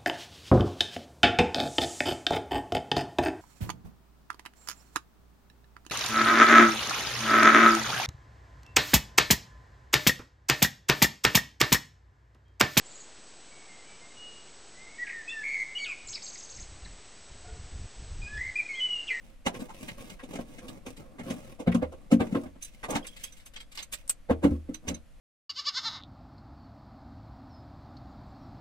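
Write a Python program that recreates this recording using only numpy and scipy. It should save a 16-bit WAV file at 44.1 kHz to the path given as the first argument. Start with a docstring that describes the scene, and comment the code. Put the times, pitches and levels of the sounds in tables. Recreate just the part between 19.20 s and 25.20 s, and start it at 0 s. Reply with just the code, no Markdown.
"""Gloved hands work a plastic float valve out of a toilet cistern in a small tiled room.
Over still room tone, plastic rubs, scrapes and clatters, and light knocks ring the hollow tank.
From 2.4 s the knocks hit harder and the tank booms. From 3.4 s steel tools skid and clink,
and pliers grip a plastic nut, with a hard snap near 4.9 s. Just after 5 s they bump down
on the rim, booming the tank again, and a few last clinks follow."""
import sys
import numpy as np
from scipy import signal
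from scipy.fft import rfft, irfft
from scipy.io import wavfile
from scipy.ndimage import uniform_filter1d

SR = 44100
rng = np.random.default_rng(int(sys.argv[2]) if len(sys.argv) > 2 else 0)


def store_wav(level_fs):
    """Save 16-bit WAV to argv[1]."""
    pcm = np.round(np.clip(np.atleast_2d(level_fs), -1, 1) * 32767)
    wavfile.write(sys.argv[1], SR, pcm.T.astype(np.int16))


N = 264600
T = np.arange(int(SR * .6)) / SR  # time axis of one event [s]
APPROACH_S = .03  # light touching before a contact bites

# tone curves (frequency [Hz], gain [dB])
ROOM_TONE_EQ = [(12, 6.5), (20, 11.5), (41, 1), (96, -12), (285, -15), (410, -35.5), (499, -16), (825, -28),
                (2320, -29), (5380, -38), (9670, -38.5), (14700, -48.5), (16000, -81)]  # still air
RUB_BODY_EQ = [(50, -14), (110, 1.5), (230, 0.5), (330, -3.5), (420, -9.5), (540, -4), (850, -17),
               (1300, -17.5), (2200, -40), (5000, -50)]  # dull body of sliding plastic
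RUB_HISS_EQ = [(800, -54.5), (1600, -1.5), (2500, 7), (4500, -3), (7500, -2.5), (10500, -6.5),
               (15000, -10.5)]  # its surface hiss
SKID_LOW_EQ = [(300, 9.5), (1000, 11), (2200, 20), (3500, 19), (5200, 13.5), (7500, -2.5), (12000, -23)]  # midrange bite of a hard edge
SKID_HIGH_EQ = [(2500, -23), (5500, -3.5), (7700, 23.5), (9800, 13), (12000, 10.5), (14000, 13.5),
                (16000, -10.5)]  # its top end
CLATTER_EQ = [(50, -8.5), (110, -2), (150, -2.5), (300, 0.5), (600, 3), (870, -9.5), (1250, -12),
              (2300, -17), (4000, -29.5), (9000, -52)]  # hollow chatter of a loose part
TICK_EQ = [(700, -27.5), (1600, 4), (2600, 2.5), (4500, -10.5), (7000, -7), (10500, -16), (12500, -20.5),
           (15500, -26)]  # thin tick of plastic
# decay of the tiled room (frequency [Hz], t60 [s])
ROOM_DECAY = [(100, 0.445), (500, 0.27), (2000, 0.14), (6000, 0.12), (15000, 0.039)]
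# colour difference of the microphone ports (frequency [Hz], left minus right [dB])
PORT_BALANCE = [(80, 0), (200, 3.5), (330, -0.5), (550, -3), (1200, -1), (3000, -3.5), (6000, -6.5),
                (8500, 0.5), (11000, 7), (15000, -4.5)]
# plastic and gloves sliding (time [s], length [s], body level [dB], hiss level [dB])
RUB_STROKES = [(0.0, 0.12, -60.5, -67.5), (0.321, 0.13, -45, -58.5), (0.505, 0.086, -53.5, -58),
               (0.583, 0.13, -48.5, -55), (0.768, 0.14, -46, -54), (1.073, 0.15, -46.5, -58),
               (1.257, 0.086, -51.5, -61), (1.399, .18, -49, -63.5), (1.648, 0.035, -48.5, -55),
               (1.768, 0.048, -45.5, -62), (1.869, 0.11, -55.5, -84), (2.021, 0.15, -43.5, -55),
               (2.213, 0.11, -53.5, -63), (2.508, 0.12, -47, -74), (2.74, 0.11, -58.5, -77),
               (2.994, 0.25, -46, -63.5), (3.406, 0.036, -92, -49), (3.515, 0.093, -67, -69),
               (3.667, 0.1, -43, -56), (3.825, 0.11, -61.5, -61), (3.973, 0.1, -65.5, -54.5),
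               (4.142, 0.027, -65, -59), (4.75, 0.03, -79, -58), (5.213, 0.13, -50.5, -64),
               (5.615, 0.11, -49.5, -73)]
# edges dragging over plastic (time [s], length [s], level [dB], resonance [Hz])
EDGE_SCRAPES = [(0.262, 0.024, -25.5, 770), (0.265, 0.011, -32, 2680), (0.486, .044, -43.5, 890),
                (0.682, 0.024, -40.5, 2840), (0.989, 0.04, -47, 1930), (1.983, 0.048, -45.5, 1850),
                (2.517, .017, -37.5, 2040), (2.546, 0.011, -34, 1550), (3.63, 0.035, -36, 1880),
                (3.631, 0.042, -36.5, 890), (3.681, 0.12, -33, 743), (3.688, 0.083, -50, 2020),
                (3.756, 0.016, -28.5, 980), (3.843, 0.022, -46, 2270), (4.575, 0.054, -42.5, 3830)]
# bright ticks, the last a hard snap (time [s], level [dB], pitch [Hz], t60 [s])
BRIGHT_TICKS = [(3.869, -29.5, 9400, 0.0048), (4.26, -38, 9050, 0.0024), (4.575, -22.5, 4900, 0.0025),
                (4.878, -28, 8500, 0.0023), (4.8954, -8.5, 8020, 0.0071)]
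# the spanner being moved (time [s], level [dB])
SPANNER_CLINKS = [(3.826, -55.5), (3.885, -50.5), (3.925, -59), (3.968, -56), (4.037, -45), (4.075, -56),
                  (4.36, -43.5), (4.402, -44.5)]
# tools and small parts clicking
# (time [s], skid level [dB], brightness [dB], steel level [dB], left minus right [dB])
TOOL_CLICKS = [(0.403, -51.5, -3.5, -68, 1), (0.8976, -51.5, -7, -65, 1), (1.4817, -50, -5.5, -57, -1.5),
               (1.767, -55, -4, -69, 3.5), (3.4235, -49, 11.5, -37, -6), (3.446, -56, 10, -41, -4),
               (3.703, -42, 5.5, -40.5, 1.5), (3.7598, -41.5, -12, -54, 0.5), (3.8665, -45.5, 1, -52, -2.5),
               (3.964, -51.5, -5.5, -68, 5), (4.037, -40.5, 7, -39.5, -2.5), (4.122, -57.5, -1, -52, 0),
               (4.1704, -59.5, -1, -72, 4), (4.198, -62, -8, -74, 1), (4.2594, -52, 2, -56, 0),
               (4.336, -58, -9.5, -74, 9), (4.361, -50.5, -17.5, -67, 4), (4.4017, -51.5, -8.5, -71, 1),
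               (4.5176, -54, -4, -68, 2.5), (4.5506, -49.5, -3, -57, 0.5), (4.573, -47, -14, -52, 5),
               (4.5909, -52, -6.5, -65, -11.5), (4.6247, -44.5, -1, -43, -0.5),
               (4.7241, -39.5, 3.5, -56, 0), (4.7353, -36, 0.5, -54, -4), (4.896, -34, 12, -49, -1),
               (5.542, -48, -2.5, -37.5, -4.5), (5.684, -41, -5.5, -37, -3.5), (5.742, -56, -8.5, -41, -1)]
# blows on the tank (time [s], thump level [dB], pitch [Hz], clatter level [dB], tick level [dB])
TANK_KNOCKS = [(0.261, -30, 233, -29.5, -30.5), (0.343, -55, 169, -42, -43),
               (1.032, -42.5, 267, -41.5, -48), (1.133, -39.5, 199, -36.5, -45.5),
               (1.153, -38, 288, -37.5, -41.5), (1.187, -32.5, 248, -32.5, -51),
               (1.382, -44, 261, -46.5, -47.5), (1.663, -41.5, 253, -37.5, -42.5),
               (1.992, -37.5, 220, -39.5, -52), (2.061, -36, 265, -45, -65), (2.101, -29, 215, -34, -37),
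               (2.397, -37, 408, -37, -46.5), (2.472, -18, 193, -21, -51), (2.544, -18, 214, -31, -40.5),
               (2.622, -28, 550, -27.5, -58), (2.722, -48, 495, -44, -56), (2.913, -30, 506, -28.5, -36),
               (2.92, -11, 237, -28, -35.5), (3.003, -24.5, 239, -22, -43), (3.067, -36, 222, -66, -53.5),
               (3.121, -24.5, 210, -50, -50), (3.148, -22, 344, -26, -47), (3.257, -39.5, 245, -42, -70),
               (3.355, -50, 206, -52.5, -73), (3.691, -33.5, 500, -43, -62),
               (3.752, -29.5, 296, -35.5, -32), (5.096, -21.5, 553, -28, -54),
               (5.105, -19.5, 264, -25.5, -45.5), (5.236, -20, 278, -21.5, -41),
               (5.242, -13.5, 317, -27.5, -44), (5.312, -25, 305, -46, -66), (5.489, -29, 304, -48, -63),
               (5.678, -36.5, 198, -36, -34), (5.707, -30, 281, -41.5, -53)]
# blows that shake the whole tank (time [s], level [dB])
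TANK_BOOMS = [(2.476, -32), (2.627, -33), (2.935, -39), (3.259, -46.5), (5.104, -26.5), (5.241, -26.5),
              (5.312, -22), (5.676, -34)]
# ringing modes (frequency [Hz], level [dB], free t60 [s])
SPANNER_MODES = [(3207, 1, 0.041), (3330, -9, 0.09), (5000, -21, 0.099), (8600, -21, 0.099)]  # spanner
PLIER_MODES = [(2187, -2, 0.06), (3964, -4.5, 0.09), (6050, -1, 0.038), (6340, 4, 0.05), (7570, -26.5, .09),
               (7720, -12, 0.016), (8560, -7, 0.06), (9690, -8.5, 0.064), (13400, -17.5, .07)]  # steel jaws
WALL_MODES = [(111.6, 0.5, 0.47), (178.1, 4, 0.31), (232.3, 5, 0.25), (278.2, 7, 0.22), (316.7, -9.5, 0.45),
              (350.4, -11, 0.32), (433, -14.5, 0.11), (470, -2, 0.24), (522, 3.5, 0.16), (601, 1.5, 0.071),
              (609, 3, 0.083), (663, -28, 0.39), (810, -1, 0.14), (857, -42, 0.39), (1090, -34.5, .12)]  # hollow tank walls


def amp(db):
    """Decibels to gain."""
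    return 10 ** (np.asarray(db) / 20)


def unit(x):
    """Scales to rms 1."""
    return x / np.sqrt(np.mean(x ** 2) + 1e-20)


def crest(x):
    """Scales the loudest 10 ms to rms 1."""
    return x / np.sqrt(uniform_filter1d(x ** 2, size=441, mode="constant").max() + 1e-20)


def read(curve, hz):
    """Reads a curve along a log-frequency axis."""
    f, value = np.transpose(curve)
    return np.interp(np.log(hz + 1), np.log(f + 1), value)


def add(mix, s, sound):
    """Mixes a sound in at time s."""
    part = mix[max(round(s * SR), 0):][:len(sound)]
    part += sound[:len(part)]


def colour(x, curve):
    """Minimum-phase EQ along a tone curve."""
    log_gain = np.log(amp(read(curve, abs(np.fft.fftfreq(4096, 1 / SR)))))
    taps = np.fft.ifft(np.exp(np.conj(signal.hilbert(log_gain)))).real
    return signal.oaconvolve(x, taps[:len(taps) // 2])[:len(x)]


def swell(rise, t60):
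    """Linear attack, then exponential decay; both in seconds."""
    return np.minimum(T / rise, 1) * 1000 ** (-np.maximum(T - rise, 0) / t60)


def grains(count, per_s, spread_db):
    """Tiny slips of uneven size at random moments."""
    size = amp(spread_db * np.minimum(rng.exponential(1, count), 4))
    return size * rng.standard_normal(count) * (rng.random(count) < per_s / SR)


def contact(rise, t60, spread_db):
    """Slips grow as two parts meet, peak one rise after they bite, and die away."""
    past_peak = T - APPROACH_S - rise
    envelope = np.exp(np.minimum(past_peak / rise * 0.79, -past_peak / t60 * np.log(1000)))
    return grains(len(T), per_s=7000, spread_db=spread_db) * envelope


def near(modes, hz, octaves):
    """The place of a blow favours the modes around one pitch."""
    return 1 / (1 + (np.log2(np.transpose(modes)[0] / hz) / octaves) ** 2)


def ring(modes, weights=1, t60_scale=1, detune=.005):
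    """Dying modes, each slightly detuned at random."""
    hz, db, t60 = np.transpose(modes)
    hz = hz * (1 + detune * rng.standard_normal(len(hz)))
    sign = (-1) ** np.arange(len(hz))
    decay = 1000 ** (-T / (t60_scale * t60[:, None]))
    return (sign * amp(db) * weights) @ (np.sin(2 * np.pi * hz[:, None] * T) * decay)


def room_tone(level_db=-51.5):
    """A bed of still room noise, partly shared by both channels."""
    shared, left, right = (colour(rng.standard_normal(N), ROOM_TONE_EQ) for _ in range(3))
    return amp(level_db) * unit(shared + np.array([left, right]))


def reflections(early_db=-2, tail_db=-15, low_cut_hz=260):
    """Close tiles answer at once; a faint tail follows, different on each side."""
    taps = rng.choice([-1., 1.], (2, len(T))) * (rng.random((2, len(T))) < 4000 / SR) * (T > .001)
    early = taps * swell(rise=0.001, t60=0.039)
    hz, t, spectrum = signal.stft(taps, SR, nperseg=256)
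    decay = 1000 ** (-t / read(ROOM_DECAY, hz)[:, None])
    tail = signal.istft(spectrum * decay, SR, nperseg=256)[1][:, :len(T)]
    response = amp(early_db) * unit(early) + amp(tail_db) * unit(tail)
    low_cut = signal.butter(2, low_cut_hz, "high", fs=SR, output="sos")
    return signal.sosfilt(low_cut, response) / np.sqrt(len(T))


def tiled_room(x, patterns=5, patterns_per_s=23):
    """The hands keep moving, so the sound crossfades from one reflection pattern to the next."""
    place = np.arange(N) / SR * patterns_per_s
    out = np.zeros((2, N))
    for k in range(patterns):
        away = abs((place - k + patterns / 2) % patterns - patterns / 2)
        send = np.cos(np.pi / 2 * np.minimum(away, 1))
        out += signal.oaconvolve(x * send, reflections(), axes=1)[:, :N]
    return out


def rubbing(attack_s=.025, release_t60=0.22, catch_db=2.5):
    """Sliding plastic catches and slips: clumps of grains with a dull body and a hiss on top."""
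    body, hiss = np.zeros((2, N))
    for s, length, body_db, hiss_db in RUB_STROKES:
        slide = np.minimum(T / attack_s, 1) * 1000 ** (-np.maximum(T - length, 0) / release_t60)
        add(body, s, amp(body_db + 1) * slide)
        add(hiss, s, amp(hiss_db) * slide)
    catches = unit(uniform_filter1d(uniform_filter1d(rng.standard_normal(N), size=600), size=300))
    slips = grains(N, per_s=2500, spread_db=3.5) * amp(catch_db * np.minimum(catches, 2))
    return body * unit(colour(slips, RUB_BODY_EQ)) + hiss * unit(colour(slips, RUB_HISS_EQ))


def scrapes(q=2.24, grit_db=-9):
    """An edge drags over plastic: a run of gritty slips rings one broad resonance."""
    out = np.zeros(N)
    for s, length, db, hz in EDGE_SCRAPES:
        stroke = np.sin(np.pi * np.sqrt(np.minimum(T / length, 1)))
        slips = grains(len(T), per_s=3000, spread_db=0.5) * stroke
        resonance = np.exp(-np.pi * hz / q * T) * np.sin(2 * np.pi * hz * T)
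        body = crest(signal.fftconvolve(slips, resonance)[:len(T)])
        grit = amp(grit_db) * crest(colour(slips, TICK_EQ))
        add(out, s, amp(db - 1) * (body + grit))
    return out


def bright_ticks():
    """High pings a few milliseconds long; a faint one comes just before the hard snap."""
    out = np.zeros(N)
    for s, db, hz, t60 in BRIGHT_TICKS:
        add(out, s, ring([(hz, db, t60)]))
    return out


def spanner(attack_s=0.00076):
    """The spanner rings lightly as it is moved."""
    out = np.zeros(N)
    for s, db in SPANNER_CLINKS:
        clink = ring(SPANNER_MODES, detune=0.0071) * np.minimum(T / attack_s, 1)
        add(out, s, amp(db) * crest(clink))
    return out


def tool_clicks(attack_s=0.0025, skid_trim_db=-2, steel_trim_db=-4):
    """Hard edges skid and snap over each other and set the steel pliers ringing."""
    out = np.zeros((2, N))
    for s, skid_db, bright_db, steel_db, pan_db in TOOL_CLICKS:
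        t60 = 0.069 * 2 ** ((-48 - skid_db) / 20)  # a firmer click is over sooner
        skid = contact(attack_s, t60, spread_db=2)
        low = amp(-bright_db / 2) * crest(colour(skid, SKID_LOW_EQ))
        high = amp(bright_db / 2) * crest(colour(skid, SKID_HIGH_EQ))
        click = amp(skid_db + skid_trim_db) * (low + high)
        spot = rng.uniform(.3, 1, len(PLIER_MODES))  # each spot on the jaws has its own mode mix
        hz = 6200 * 2 ** (bright_db / 20)  # a brighter click rings higher modes
        steel = ring(PLIER_MODES, spot * near(PLIER_MODES, hz, octaves=.5), detune=.012)
        steel *= np.minimum(T / attack_s, 1)
        add(click, APPROACH_S, amp(steel_db + steel_trim_db) * crest(steel))
        add(out[0], s - APPROACH_S, amp(pan_db / 2) * click)
        add(out[1], s - APPROACH_S, amp(-pan_db / 2) * click)
    return out


def tank_booms(hz=77.7):
    """Heavy blows shake the whole tank on its fixings."""
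    out = np.zeros(N)
    for s, db in TANK_BOOMS:
        add(out, s, amp(db) * np.sin(2 * np.pi * hz * T) * swell(rise=0.0041, t60=0.37))
    return out


def tank_knocks(attack_cycles=0.84, rebound_s=.0172, bite_s=0.0036, chatter_t60=0.077):
    """Each blow rings the hand-damped walls near its pitch, while the loose part chatters on them."""
    thumps, clatter = np.zeros((2, N))
    for s, thump_db, hz, clatter_db, tick_db in TANK_KNOCKS:
        walls = ring(WALL_MODES, near(WALL_MODES, hz, octaves=0.42), t60_scale=0.66, detune=0.016)
        walls *= np.minimum(T * hz / attack_cycles, 1)
        add(walls, rebound_s * rng.uniform(.85, 1.15), amp(-9.5) * walls)  # softer second landing
        add(thumps, s, amp(thump_db) * crest(walls))
        chatter = contact(bite_s, chatter_t60, spread_db=1.5)
        add(chatter, rebound_s, amp(-14.5) * contact(bite_s, chatter_t60, spread_db=3.5))
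        add(clatter, s - APPROACH_S, amp(clatter_db - 2) * crest(colour(chatter, CLATTER_EQ)))
        add(clatter, s - APPROACH_S, amp(tick_db - 2) * crest(colour(chatter, TICK_EQ)))
    return thumps, clatter


def scene(tank_send_db=-11, parts_direct_db=-2, right_delay_s=0.000201):
    """Direct sound and tiled room reach two microphone ports, each with its own colour."""
    thumps, clatter = tank_knocks()
    tank = thumps + tank_booms()
    parts = clatter + scrapes() + bright_ticks() + rubbing() + tool_clicks() + spanner()
    reverb = tiled_room(parts + amp(tank_send_db) * tank)
    mix = tank + amp(parts_direct_db) * parts + reverb
    hz = np.fft.rfftfreq(N, 1 / SR)
    lean = amp(read(PORT_BALANCE, hz) / 2)
    ports = np.array([lean, np.exp(-2j * np.pi * hz * right_delay_s) / lean])
    return irfft(rfft(mix) * ports, N) + room_tone()


def record(dry, cutoff_hz=15800):
    """A steep low-pass trims the very top."""
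    low_pass = signal.firwin(401, cutoff_hz, window=("kaiser", 9), fs=SR)
    return signal.oaconvolve(dry, low_pass[None], "same")


dry = scene()
out = record(dry)
store_wav(out)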